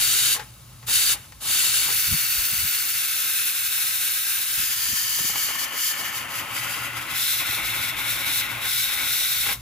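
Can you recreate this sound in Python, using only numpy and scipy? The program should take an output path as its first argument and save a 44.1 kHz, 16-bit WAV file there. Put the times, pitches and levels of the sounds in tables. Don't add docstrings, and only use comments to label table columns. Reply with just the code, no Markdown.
import sys
import numpy as np
from scipy import signal
from scipy.fft import rfft, irfft, next_fast_len
from scipy.io import wavfile
from scipy.ndimage import map_coordinates

SR = 44100
rng = np.random.default_rng(int(sys.argv[2]) if len(sys.argv) > 2 else 0)


def dump(signal):
    limited = np.clip(np.atleast_2d(signal).T, -1, 1)
    pcm = np.round(limited * 32767).astype(np.int16)
    wavfile.write(sys.argv[1], SR, pcm)


N = 423786
TIME = np.arange(N) / SR

HISS_DB, ROAR_DB = -24, -36
LEAK_HISS_DB, LEAK_ROAR_DB = -54.5, -69
HISS_TAIL_DB, ROAR_TAIL_DB = -18.5, -10.5
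ROAR_WET_DB, ROAR_CHOKED_FROM_DB, ROAR_CHOKED_SHARE = 3, 7, 0.34
# (middle_of_move_s, move_length_s, hiss_db, roar_db, sputter_db, spoon_echo_delay_s)
HOLDS = [(0, .1, 0, -0.6, -55.5, 0.00064), (1.88, 0.14, 0, 0, -62, 0.00051),
         (3.08, 0.48, 0.1, 0.1, -65, 0.000526), (4.72, 0.51, 0.65, 0, -65, 0.0007),
         (6.2, .5, -0.5, .5, -56, 0.000655), (7.08, 0.47, 1.26, 2.5, -49.5, 0.000535)]


def jet(choke_db, wet, roar_pressure_share=0.74, flutter_db=0.46, surge_db=0.72, choked_db=1.8):
    shares = hold_shares()
    hold_hiss_db, hold_roar_db, _, echo_s = np.transpose(HOLDS)[2:] @ shares
    roar, hiss = gap_noise(shares, echo_s)
    surplus_db = pressure_db()

    unsteady_db = choked_db * wet * wobble(45)
    hiss_db = HISS_DB + hold_hiss_db + surplus_db - choke_db + unsteady_db

    stifled_db = ROAR_CHOKED_SHARE * np.maximum(choke_db - ROAR_CHOKED_FROM_DB, 0)
    roar_db = ROAR_DB + hold_roar_db + roar_pressure_share * surplus_db + ROAR_WET_DB * wet - stifled_db

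    hiss = hiss * (valve(HISS_TAIL_DB) * amp(hiss_db) + amp(LEAK_HISS_DB))
    roar = roar * (valve(ROAR_TAIL_DB) * amp(roar_db) + amp(LEAK_ROAR_DB))
    flow_db = flutter_db * wobble(350) + surge_db * wobble(40)
    return amp(flow_db) * (hiss + roar)


# (opens_s, starts_to_close_s, rise_s, fall_s, level_db)
LIFTS = [(-0.08, 0.332, 0.11, 0.032, 0), (0.863, 1.124, 0.062, 0.024, 0.55),
         (1.402, 9.513, 0.13, .036, -0.35)]
RISE_SHAPE = 0.9
TAIL_DB_PER_S = 142


def valve(tail_db):
    opening = np.zeros(N)
    for opens, closes, rise_s, fall_s, db in LIFTS:
        rise = np.clip((TIME - opens) / rise_s, 0, 1) ** RISE_SHAPE
        since = np.maximum(TIME - closes, 0)
        fall = np.exp(-(since / fall_s) ** 2)
        tail = amp(tail_db - TAIL_DB_PER_S * since)
        opening += amp(db) * rise * np.maximum(fall, tail)
    return opening


SURPLUS_DB, VENT_FROM_S, VENT_S = 5, 1.6, 0.8


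def pressure_db():
    return SURPLUS_DB * np.exp(-np.maximum(TIME - VENT_FROM_S, 0) / VENT_S)


# (middle_s, length_s, hiss_loss_db)
SLUGS = [(1.88, 0.055, 1.5), (5.357, .07, 3), (5.535, 0.089, 7), (5.7, .11, 13), (5.96, 0.063, 8),
         (6.03, 0.039, 11), (6.115, 0.085, 12), (6.28, 0.12, 20), (6.47, 0.099, 19.5), (6.66, 0.24, 7.5),
         (6.81, .09, 7.5), (6.92, 0.084, 18.5), (7.06, 0.13, 18), (7.47, 0.12, 6), (7.615, 0.077, 7),
         (7.76, 0.23, 6), (7.947, 0.064, 16.5), (8.05, 0.074, 8.5), (8.17, 0.099, 5.5), (8.27, 0.083, 7.5),
         (8.455, 0.072, 10), (8.57, .13, 17.5), (8.9, 0.054, 3.5), (9.01, 0.12, 3.5), (9.497, 0.062, 6.5)]
WET_AT_DB = 2.5


def water():
    choke_db = np.abs(bells(SLUGS, TIME))
    wet = 1 - np.exp(-choke_db / WET_AT_DB)
    return choke_db, wet


def hold_shares():
    moves = [np.clip((TIME - s) / move_s + 0.5, 0, 1) for s, move_s, *_ in HOLDS[1:]]
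    return -np.diff([np.ones(N), *moves, np.zeros(N)], axis=0)


# (pitch_hz, level_db)
STEAM = [(400, -17), (780, -19.5), (1080, -11.5), (1400, 0.5), (2200, 4.5), (3500, 2), (5000, -1.5),
         (8500, 3.5), (12000, 0), (14500, 1), (15700, 1)]
# (pitch_hz, width_hz, boost_db)
LIFTED = [(383, 120, 9.5), (1600, 190, -0.5), (2370, 230, 2.5), (2950, 780, 1.5), (3820, 660, 5),
          (4300, 290, 2.5), (7200, 760, 3), (9140, 760, 3.5), (12300, 400, 4.5), (13200, 500, 5),
          (15100, 1400, -2)]
OPEN = [(1420, 380, 1), (2620, 690, 2), (3400, 630, 0), (4500, 400, 5), (8100, 1500, -2), (9400, 400, 5),
        (12100, 600, 5.5), (13700, 1400, 7)]
STEADY = [(1590, 100, 5), (2540, 210, 5.5), (3780, 750, 4), (4250, 450, 2), (5300, 360, 4),
          (6330, 210, 3.5), (9200, 570, 5.5), (10050, 440, -1), (11000, 1700, 2.5), (13300, 2800, 7.5)]
NEAR = [(970, 390, 10.5), (1776, 120, 9), (2060, 520, 4), (2710, 170, -3), (3040, 510, 7), (3620, 350, 0),
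        (4250, 200, 5.5), (4790, 460, 9), (6460, 2000, 5.5), (9900, 1100, 1), (13000, 3100, 7.5)]
PRESSED = [(992, 300, 15), (1410, 270, 5.5), (1970, 290, 6), (2730, 1300, 4), (4850, 580, 4),
           (8850, 1000, -7), (10200, 680, 2.5), (13100, 1400, 6), (14700, 1000, -5)]
TILTED = [(1485, 265, 6), (2130, 450, 8), (2530, 340, 5.5), (3770, 1080, 9.8), (4430, 250, -2.5),
          (5310, 1560, 4), (8000, 350, 3), (10000, 1900, 3), (13150, 2500, 9)]


def gap_noise(shares, echo_s, split_hz=3300, room_db=-13):
    turbulence = walls(spoon_echo(noise(), echo_s))
    room = filtered(kitchen(turbulence), lambda hz: 1 / (1 + (hz / 7000) ** 4))
    turbulence = colour(turbulence + amp(room_db) * room, STEAM, LID)
    roar, hiss = np.zeros((2, 2, N))
    for share, gap in zip(shares, [LIFTED, OPEN, STEADY, NEAR, PRESSED, TILTED]):
        steam = filtered(turbulence, lambda hz: amp(bells(gap, hz)))
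        low = filtered(steam, lambda hz: 1 / (1 + (hz / split_hz) ** 10))
        roar += share * unit(low)
        hiss += share * unit(steam - low)
    return roar, hiss


SPOON_LEFT_DB, SPOON_RIGHT_DB = -16, -30


def spoon_echo(x, delay_s):
    late = np.array([map_coordinates(side, [(TIME - delay_s) * SR]) for side in x])
    return x + amp([[SPOON_LEFT_DB], [SPOON_RIGHT_DB]]) * late


def whistle(pitch_hz=4560, width_hz=80, level_db=-35.5):
    band = filtered(noise(), lambda hz: 1 / (1 + ((hz - pitch_hz) / width_hz) ** 2))
    strength = valve(HISS_TAIL_DB) ** 2 * pressure_db() / SURPLUS_DB
    return amp(level_db) * strength * unit(band)


# (pitch_hz, level_db)
WET = [(90, -14), (190, -5), (310, -1.5), (400, -11.5), (580, -6.5), (730, -3), (980, -0.5), (1250, -0.5),
       (2200, -15.5)]
# (pitch_hz, width_hz, boost_db)
LID = [(118, 18, 9), (308, 74, 1), (453, 31, 6.5), (559.5, 46, 7.5), (660, 33, 4), (839, 92, 4.5),
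       (1080, 97, 5.5), (1287, 69, 5.5), (1437, 67, 3.5), (2240, 22, 3.3), (2716, 31, 6.5), (2934, 46, 3),
       (4570, 80, 2.5), (7300, 54, 2), (10230, 180, 2.5)]


def sputter(wet, shut_db=-60, wet_db=-40.5, half_open_db=-46, lump_db=2):
    _, _, hold_db, _ = np.transpose(HOLDS)[2:] @ hold_shares()
    opening = np.clip(valve(HISS_TAIL_DB), 0, 1)
    half_open = 4 * opening * (1 - opening)
    flow = opening * amp(pressure_db()) * np.hypot(amp(hold_db), amp(wet_db) * wet)
    level = amp(shut_db) + flow + amp(half_open_db) * half_open
    drumming = colour(noise(), WET, LID) * amp(lump_db * wobble(70))
    return level * unit(drumming)


# (start_s, rattle_level_db, time_to_fall_60_db_s)
TICKS = [(0.362, -31, 0.17), (0.395, -34.5, 0.15), (0.828, -45, 0.12), (0.883, -35, 0.08),
         (1.098, -40.5, 0.2), (1.157, -39, 0.15), (1.242, -51, .06), (1.322, -40, 0.05), (1.889, -30, 0.13),
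         (5.187, -30, 0.06), (5.297, -32.5, 0.055), (5.357, -26.5, 0.046), (5.378, -35, 0.032),
         (5.488, -30, 0.057), (9.462, -30, .08), (9.488, -27, 0.14)]
# (pitch_hz, level_db)
CAP = [(250, -10), (600, -7), (900, -3.5), (1900, 1), (3500, -4), (7000, -9), (15000, -24)]
# (pitch_hz, width_hz, boost_db)
KNOCK = [(460, 170, 12.5), (830, 100, 15.5), (1100, 130, 7), (1770, 800, 5)]


def ticks(crack_db=-5.0, crack_s=0.025, room_db=-21):
    blows = np.zeros((2, N + SR))
    t = np.arange(SR // 5) / SR
    for s, db, t60 in TICKS:
        start = round(s * SR)
        blows[:, start:start + len(t)] += amp(db - 60 * t / np.array([[t60], [crack_s]]))
    rattle, crack = blows[:, :N]
    knocks = rattle * unit(colour(noise(), CAP, KNOCK)) + amp(crack_db) * crack * unit(noise())
    return knocks + amp(room_db) * kitchen(knocks)


# (time_s, boil_db, rumble_db)
BOIL = [(0, -49, -56), (1.5, -50, -58), (2.6, -54.5, -60), (3.3, -60.5, -73), (4.3, -58.5, -70),
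        (4.8, -56, -60), (5.5, -54, -61), (5.8, -67, -71), (6.2, -51.5, -71), (6.95, -47.5, -70),
        (7.25, -52, -63), (7.65, -46.5, -52.5), (8.5, -47, -61), (8.8, -51.5, -60), (9.35, -52.5, -58),
        (9.61, -45, -48)]
# (pitch_hz, level_db)
POT = [(45, -37), (70, 0), (90, 0.5), (120, 1), (165, -4), (230, -11), (450, -21.5)]
# (pitch_hz, level_db)
DEEP = [(18, -46), (35, -18), (55, 13), (70, -1), (110, -33)]


def boil(wet, gain_db=2, deep_db=2, wet_db=1, lump_db=0.5):
    boil_db, rumble_db = curves(BOIL)
    mutter = colour(noise(), POT, LID) * amp(lump_db * wobble(20))
    pot = amp(boil_db + gain_db + wet_db * wet) * unit(mutter)
    rumble = amp(rumble_db + deep_db) * unit(colour(noise(), DEEP))
    return pot + rumble


# (middle_s, peak_db, top_hz, half_length_s)
PUFFS = [(2.085, -31, 132, 0.0088), (2.132, -22, 176, 0.02), (2.404, -33.5, 58, 0.032),
         (2.537, -33.5, 220, 0.018), (2.593, -36, 160, 0.028), (2.648, -32.5, 179, 0.02),
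         (4.593, -38, 278, 0.014), (4.637, -41, 328, .012), (4.9, -37, 330, 0.014),
         (4.934, -32, 430, 0.009), (5.213, -33.5, 430, .009), (5.25, -32, 524, 0.0081),
         (5.308, -39, 250, .012)]
# (pitch_hz, level_db)
DRAUGHT = [(15, -46), (45, -3.5), (90, 3), (200, -1), (600, -7)]


def puffs():
    out = np.zeros((2, N))
    t = np.arange(-SR // 10, SR // 10) / SR
    air = colour(noise(), DRAUGHT)
    for s, db, top_hz, half_s in PUFFS:
        span = round((s + t[0]) * SR) + np.arange(len(t))
        lowpass = signal.butter(2, top_hz, fs=SR, output="sos")
        waft = signal.sosfiltfilt(lowpass, air[:, span]) * np.exp(-(t / half_s) ** 2)
        out[:, span] += amp(db) * waft / np.abs(waft).max()
    return out


# (pitch_hz, level_db)
HUM = [(530, -79.5)]


def hum(drift=0.37):
    tone = 0
    for hz, db in HUM:
        phase = 2 * np.pi * hz * TIME + drift * wobble(7.5)
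        tone = tone + amp(db) * np.sqrt(2) * np.sin(phase)
    return tone


# (time_s, relative_detour)
LEAN = [(0, 0.86), (2.9, 0.93), (3.4, 0.95), (4.4, 0.87), (5.2, 1.1), (6.1, 1.13), (7.3, .95), (9.61, 0.9)]
# (left_delay_s, right_delay_s, level_db)
WALLS = [(.00082, 0.00072, -20.5), (.00153, 0.0012, -16), (.0029, .003, -20.5)]


def walls(x):
    detour, = curves(LEAN)
    echoes = np.zeros((2, N))
    for left_s, right_s, db in WALLS:
        late = [np.interp(TIME - delay * detour, TIME, side) for delay, side in zip((left_s, right_s), x)]
        echoes += amp(db) * np.array(late)
    return x + echoes


# (pitch_hz, time_to_fall_60_db_s)
KITCHEN = [(200, 0.14), (2000, 0.36), (12000, 0.1)]


def kitchen(x):
    hz, t, z = signal.stft(rng.standard_normal((2, SR // 3)), SR, nperseg=256)
    decay = amp(-60 * t / along(KITCHEN, hz)[:, None])
    tail = signal.istft(z * decay, SR, nperseg=256)[1]
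    return signal.fftconvolve(x, tail / np.linalg.norm(tail[0]), axes=1)[:, :N]


# (pitch_hz, likeness_0_to_1)
ALIKE = [(150, 0.98), (330, 0.75), (550, 0.31), (1300, 0.92), (1800, 0.26), (2300, 1), (3300, 0.5),
         (4100, 1), (5300, 0.44), (7000, 0.37), (8500, 0.91), (12000, 1)]
# (pitch_hz, left_minus_right_db)
LEFTWARD = [(200, 0), (700, 2), (1300, 3), (1850, 6.5), (2300, .5), (2800, 4), (3600, 3), (4100, 0.5),
            (4900, 6.5), (5900, 4.5), (7500, 2), (8700, 0)]
# (pitch_hz, lead_radians)
LEAD = [(200, 0.11), (1900, 0.65), (2500, 0.78), (3600, 0.88), (5500, 1.37), (6800, 0)]


def noise():
    half = np.array([[0.5], [-0.5]])

    def spread(hz):
        turn = np.arccos(np.clip(along(ALIKE, hz), -1, 1)) / 2
        return np.array([np.cos(turn), np.sin(turn)])

    def place(hz):
        return amp(half * along(LEFTWARD, hz)) * np.exp(1j * half * along(LEAD, hz))

    mid, side = filtered(rng.standard_normal((2, N)), spread)
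    return filtered(np.array([mid + side, mid - side]), place)


def amp(db):
    return 10 ** (np.asarray(db) / 20)


def unit(x):
    return x / np.sqrt(np.mean(x.mean(0) ** 2) + 1e-20)


def along(points, hz):
    f, v = np.transpose(points)
    return np.interp(np.log(hz + 1), np.log(f + 1), v)


def curves(rows):
    s, *cols = np.transpose(rows)
    return [np.interp(TIME, s, c) for c in cols]


def bells(rows, x):
    return sum(db * 0.5 ** np.minimum((2 * (x - centre) / width) ** 2, 20) for centre, width, db in rows)


def wobble(rate):
    return map_coordinates(rng.standard_normal(int(N * rate / SR) + 4), [TIME * rate], order=2)


def filtered(x, response):
    size = next_fast_len(N + 8192)
    return irfft(rfft(x, size) * response(np.fft.rfftfreq(size, 1 / SR)), size)[..., :N]


def colour(x, spectrum, resonances=()):
    return filtered(x, lambda hz: amp(along(spectrum, hz) + bells(resonances, hz)))


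def scene():
    choke_db, wet = water()
    return jet(choke_db, wet) + whistle() + sputter(wet) + boil(wet) + hum() + puffs() + ticks()


TOP_HZ = 15750


def record(dry, lag_from_hz=6550, lag_s=0.000272):
    def response(hz):
        cycles = np.outer([0.5, -0.5], np.maximum(hz - lag_from_hz, 0)) * lag_s
        return np.exp(-2j * np.pi * cycles) * (hz < TOP_HZ)
    return filtered(dry, response)


dry = scene()
out = record(dry)
dump(out)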